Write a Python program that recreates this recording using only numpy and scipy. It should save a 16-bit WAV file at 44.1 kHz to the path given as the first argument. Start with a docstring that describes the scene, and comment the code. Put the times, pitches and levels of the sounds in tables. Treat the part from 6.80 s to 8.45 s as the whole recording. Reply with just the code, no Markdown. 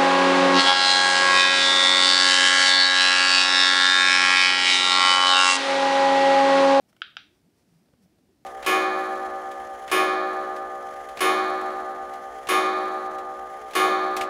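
"""The rocker of a small plastic switch light snaps in and springs back, worked by a pet rat.
The light is taped to a wire basket in a quiet carpeted room. Each snap strikes the damped modes
of the case; claws tick on it first, and the room rings briefly. Fur and paws brush about and
the rat drops to the carpet (shaped noise), over a faint wavering low rumble and hiss."""
import sys
import numpy as np
from scipy import signal
from scipy.fft import rfft, irfft, next_fast_len
from scipy.io import wavfile

SR = 44100
rng = np.random.default_rng(int(sys.argv[2]) if len(sys.argv) > 2 else 0)


def to_wav(sig):
    """Store sig (one row per channel, or 1-D mono) as 16-bit WAV at the path in sys.argv[1].

    Samples outside -1..1 are clipped; the rate is SR.
    """
    pcm = np.clip(np.atleast_2d(sig), -1, 1) * 32767
    pcm = np.round(pcm).astype(np.int16)
    wavfile.write(sys.argv[1], SR, pcm.T)  # frames by channels


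N = 72765

# room air: freq_hz, gain_db
AIR_SPECTRUM = [(25, -25.5), (45, -7), (70, -3.5), (120, -1.5), (200, 0.5), (350, -5.5), (500, -10.5),
                (700, -11), (1000, -20.5), (2200, -21.5), (3300, -24), (5500, -23.5), (6500, -27.5),
                (9000, -27.5), (15500, -32)]
# wavering low tone: time_s, centre_hz, relative_db
RUMBLE_TRACK = [(0, 228.8, -105), (.2, 330, -72), (0.282, 401.4, -76), (0.331, 237.2, -77.5),
                (0.452, 291.3, -71.5), (0.586, 401.3, -74), (0.631, 149.2, -70.5), (.68, 191.8, -61.5),
                (.70, 404.6, -76.5), (.79, 420.9, -76.5), (0.861, 267.1, -70.5), (.89, 169.5, -68.5),
                (.945, 168, -59), (1.001, 160.1, -64.5), (1.039, 249.5, -69.5), (1.13, 300, -71),
                (1.21, 207, -66.5), (1.259, 173, -59.5), (1.309, 321.4, -71), (1.36, 399.6, -74),
                (1.399, 338.3, -68), (1.435, 222.7, -68.5), (1.469, 350, -78), (1.512, 400, -66.5),
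                (1.572, 265.2, -70), (1.65, 321, -75.5)]
# fur and paws brushing: centre_s, sigma_s, level_db, tilt_db_per_octave
BRUSHES = [(0.097, 0.0088, -64.5, -1.5), (.56, 0.038, -75, -1.5), (0.791, 0.025, -72, -1),
           (0.948, 0.07, -76, -0.5), (1.078, 0.038, -74.5, -3), (1.235, 0.017, -71.5, 0)]
# fur friction: freq_hz, gain_db
FUR_SPECTRUM = [(300, 3), (800, 2), (1500, 0), (4300, -4), (5500, 4), (6800, -4.5), (8800, -1.5),
                (11500, -6), (14500, -8)]
# paws on carpet: start_s, level_db, tilt_db_per_octave
PAW_PATS = [(1.055, -65, 0.5), (1.082, -64, 1), (1.133, -53.5, -2), (1.256, -61.5, -2.5),
            (1.382, -68.5, 2.5), (1.484, -63, -1)]
# paw pad impact: freq_hz, gain_db
PAD_SPECTRUM = [(60, -17), (200, 4.5), (430, -8.5), (580, 0), (740, -6), (900, -9.5), (1200, -15.5),
                (2200, -20.5), (4200, -23.5), (8000, -34), (16000, -44)]
# near surfaces: delay_s, gain_db
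REFLECTIONS = [(.0027, -42), (.0046, -14), (.0063, -25.5), (.0076, -16.5), (0.0132, -20), (.0158, -26)]
# room tail decay: freq_hz, t60_s
TAIL_DECAY = [(300, 0.31), (1500, 0.32), (3300, .33), (6000, 0.33)]
# room tail colour: freq_hz, gain_db
TAIL_SPECTRUM = [(300, -20), (800, -13), (1250, -9), (1460, -15), (1700, -10), (2200, -3.5), (3000, -12),
                 (4200, 0.5), (5000, -12.5), (5800, -6), (8000, -16.5)]
# plastic case modes: freq_hz, rise_s, press_gain_db, release_gain_db
CASE_MODES = [(480, 0.00081, -48, -41), (788.4, 0.0017, -50.5, -40), (1108, 0.00038, -29, -30.5),
              (1442, 0.0013, -21, -24.5), (2800, 0.00077, -27.5, -24.5), (3089, 0.00079, -20.5, -23.5),
              (3655, 0.0018, -32.5, -32.5), (4890, .00093, -37.5, -34), (5755, 0.0012, -53.5, -42),
              (7160, 0.000561, -60.5, -51.5)]
# claws on the case: start_s, gain_db
CLAW_TAPS = [(0.1284, -39.5), (0.1653, -37), (0.2073, -45)]
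# claw scratch: freq_hz, gain_db
SCRATCH_SPECTRUM = [(200, -7.5), (750, 10.5), (1100, 5), (2200, 3.5), (4000, -7.5), (5700, -3.5),
                    (7000, -12), (15000, -13.5)]
# rocker press, then release: start_s, gain_db
ROCKER_SNAPS = [(.2185, 0.5), (.3681, -3)]

AIR_DB = -67.5
RUMBLE_TRIM_DB, RUMBLE_WIDTH_HZ, RUMBLE_ROUGHNESS = -0.5, 36, 0.35
FUR_PIVOT_HZ = 4000
PAD_PIVOT_HZ, PAD_RISE_S = 500, 0.0043
TAIL_BUILD_S = 0.011
RADIATION_HZ = 326  # the small case radiates little below this
SCRATCH_RELATIVE_DB, SCRATCH_T60_S = -20.5, 0.031
LOW_CUT_HZ, HIGH_CUT_HZ = 41.33, 15700
TIME_S = np.arange(N) / SR


def amp(db):
    """Decibels to gain."""
    return 10 ** (np.asarray(db) / 20)


def unit_rms(x):
    """Scale to rms 1."""
    return x / np.sqrt(np.mean(x ** 2) + 1e-20)


def curve_at(points, hz):
    """Interpolate (freq_hz, value) rows on a log frequency axis."""
    freqs_hz, values = np.transpose(points)
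    return np.interp(np.log(hz + 1), np.log(freqs_hz + 1), values)


def filtered(x, response):
    """Apply a frequency response by FFT."""
    size = next_fast_len(N + SR // 2)
    return irfft(rfft(x, size) * response(np.fft.rfftfreq(size, 1 / SR)), size)[:N]


def noise(colour_db):
    """Coloured noise, rms 1."""
    return unit_rms(filtered(rng.standard_normal(N), lambda hz: amp(colour_db(hz))))


def tilted_noise(spectrum, db_per_octave, pivot_hz):
    """Noise with a tilted spectrum, rms 1."""
    return noise(lambda hz: curve_at(spectrum, hz) + db_per_octave * np.log2((hz + 1) / pivot_hz))


def since(start_s):
    """Seconds since start_s, zero before."""
    return np.maximum(TIME_S - start_s, 0)


def room_air():
    """Steady bass-heavy hiss."""
    return amp(AIR_DB) * noise(lambda hz: curve_at(AIR_SPECTRUM, hz))


def rumble():
    """Faint wandering low tone; slow noise roughens its amplitude and phase."""
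    def jitter():
        return RUMBLE_ROUGHNESS * noise(lambda hz: -20 * np.log10(1 + (hz / RUMBLE_WIDTH_HZ) ** 2))

    time_s, centre_hz, relative_db = np.transpose(RUMBLE_TRACK)
    phase = 2 * np.pi * np.cumsum(np.interp(TIME_S, time_s, centre_hz)) / SR
    tone = unit_rms((1 + jitter()) * np.cos(phase) + jitter() * np.sin(phase))
    return amp(RUMBLE_TRIM_DB + np.interp(TIME_S, time_s, relative_db)) * tone


def fur_brushes():
    """Gaussian swells of friction hiss as the rat moves."""
    out = np.zeros(N)
    for centre_s, sigma_s, level_db, tilt in BRUSHES:
        envelope = np.exp(-0.5 * ((TIME_S - centre_s) / sigma_s) ** 2)
        out += amp(level_db) * envelope * tilted_noise(FUR_SPECTRUM, tilt, FUR_PIVOT_HZ)
    return out


def swell(age_s, rise_s):
    """Impact envelope: 1 at rise_s, then a fast decay."""
    return (age_s / rise_s * np.exp(1 - age_s / rise_s)) ** 2


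def paw_pats():
    """Soft pads hit the carpet: dull noise bursts."""
    out = np.zeros(N)
    for start_s, level_db, tilt in PAW_PATS:
        envelope = swell(since(start_s), PAD_RISE_S)
        out += amp(level_db) * envelope * tilted_noise(PAD_SPECTRUM, tilt, PAD_PIVOT_HZ)
    return out


def room(x):
    """Near reflections plus a diffuse tail; no direct sound."""
    near = filtered(x, lambda hz: sum(amp(gain_db) * np.exp(-2j * np.pi * hz * delay_s)
                                      for delay_s, gain_db in REFLECTIONS))
    band_hz, age_s, frames = signal.stft(rng.standard_normal(SR // 2), SR, nperseg=256)
    decay = amp(-60 * age_s / curve_at(TAIL_DECAY, band_hz)[:, None])
    tail = signal.istft(frames * decay, SR, nperseg=256)[1]
    tail *= 1 - np.exp(-(np.arange(len(tail)) / SR / TAIL_BUILD_S) ** 2)
    diffuse = signal.fftconvolve(x, tail / np.linalg.norm(tail))[:N]
    return near + filtered(diffuse, lambda hz: amp(curve_at(TAIL_SPECTRUM, hz)))


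def case_ring(start_s, stroke):
    """Heavily damped modes of the struck case; stroke 0 = press, 1 = release."""
    age_s = since(start_s)
    ring = sum(amp(gains_db[stroke]) * swell(age_s, rise_s) * np.sin(2 * np.pi * hz * age_s)
               for hz, rise_s, *gains_db in CASE_MODES)
    return signal.sosfilt(signal.butter(2, RADIATION_HZ, "high", fs=SR, output="sos"), ring)


def claw_ticks():
    """Each claw taps the case lightly, with a tiny scratch."""
    out = np.zeros(N)
    for start_s, gain_db in CLAW_TAPS:
        age_s = since(start_s)
        envelope = (age_s > 0) * amp(SCRATCH_RELATIVE_DB - 60 * age_s / SCRATCH_T60_S)
        scratch = envelope * noise(lambda hz: curve_at(SCRATCH_SPECTRUM, hz))
        out += amp(gain_db) * (case_ring(start_s, stroke=0) + scratch)
    return out


def rocker_snaps():
    """Press and release as two signals, each with its own weighting of the case modes."""
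    return [amp(gain_db) * case_ring(start_s, stroke)
            for stroke, (start_s, gain_db) in enumerate(ROCKER_SNAPS)]


def scene():
    """Mono mix; only snaps and claws excite the room."""
    clicks = sum(hit + room(hit) for hit in rocker_snaps() + [claw_ticks()])
    return (clicks + paw_pats() + fur_brushes() + rumble() + room_air())[None]


def record(dry):
    """Band limit: fourth-order low cut, brick-wall high cut."""
    def response(hz):
        return (hz < HIGH_CUT_HZ) * hz ** 4 / np.hypot(hz ** 4, LOW_CUT_HZ ** 4)

    return filtered(dry[0], response)[None]


dry = scene()
out = record(dry)
to_wav(out)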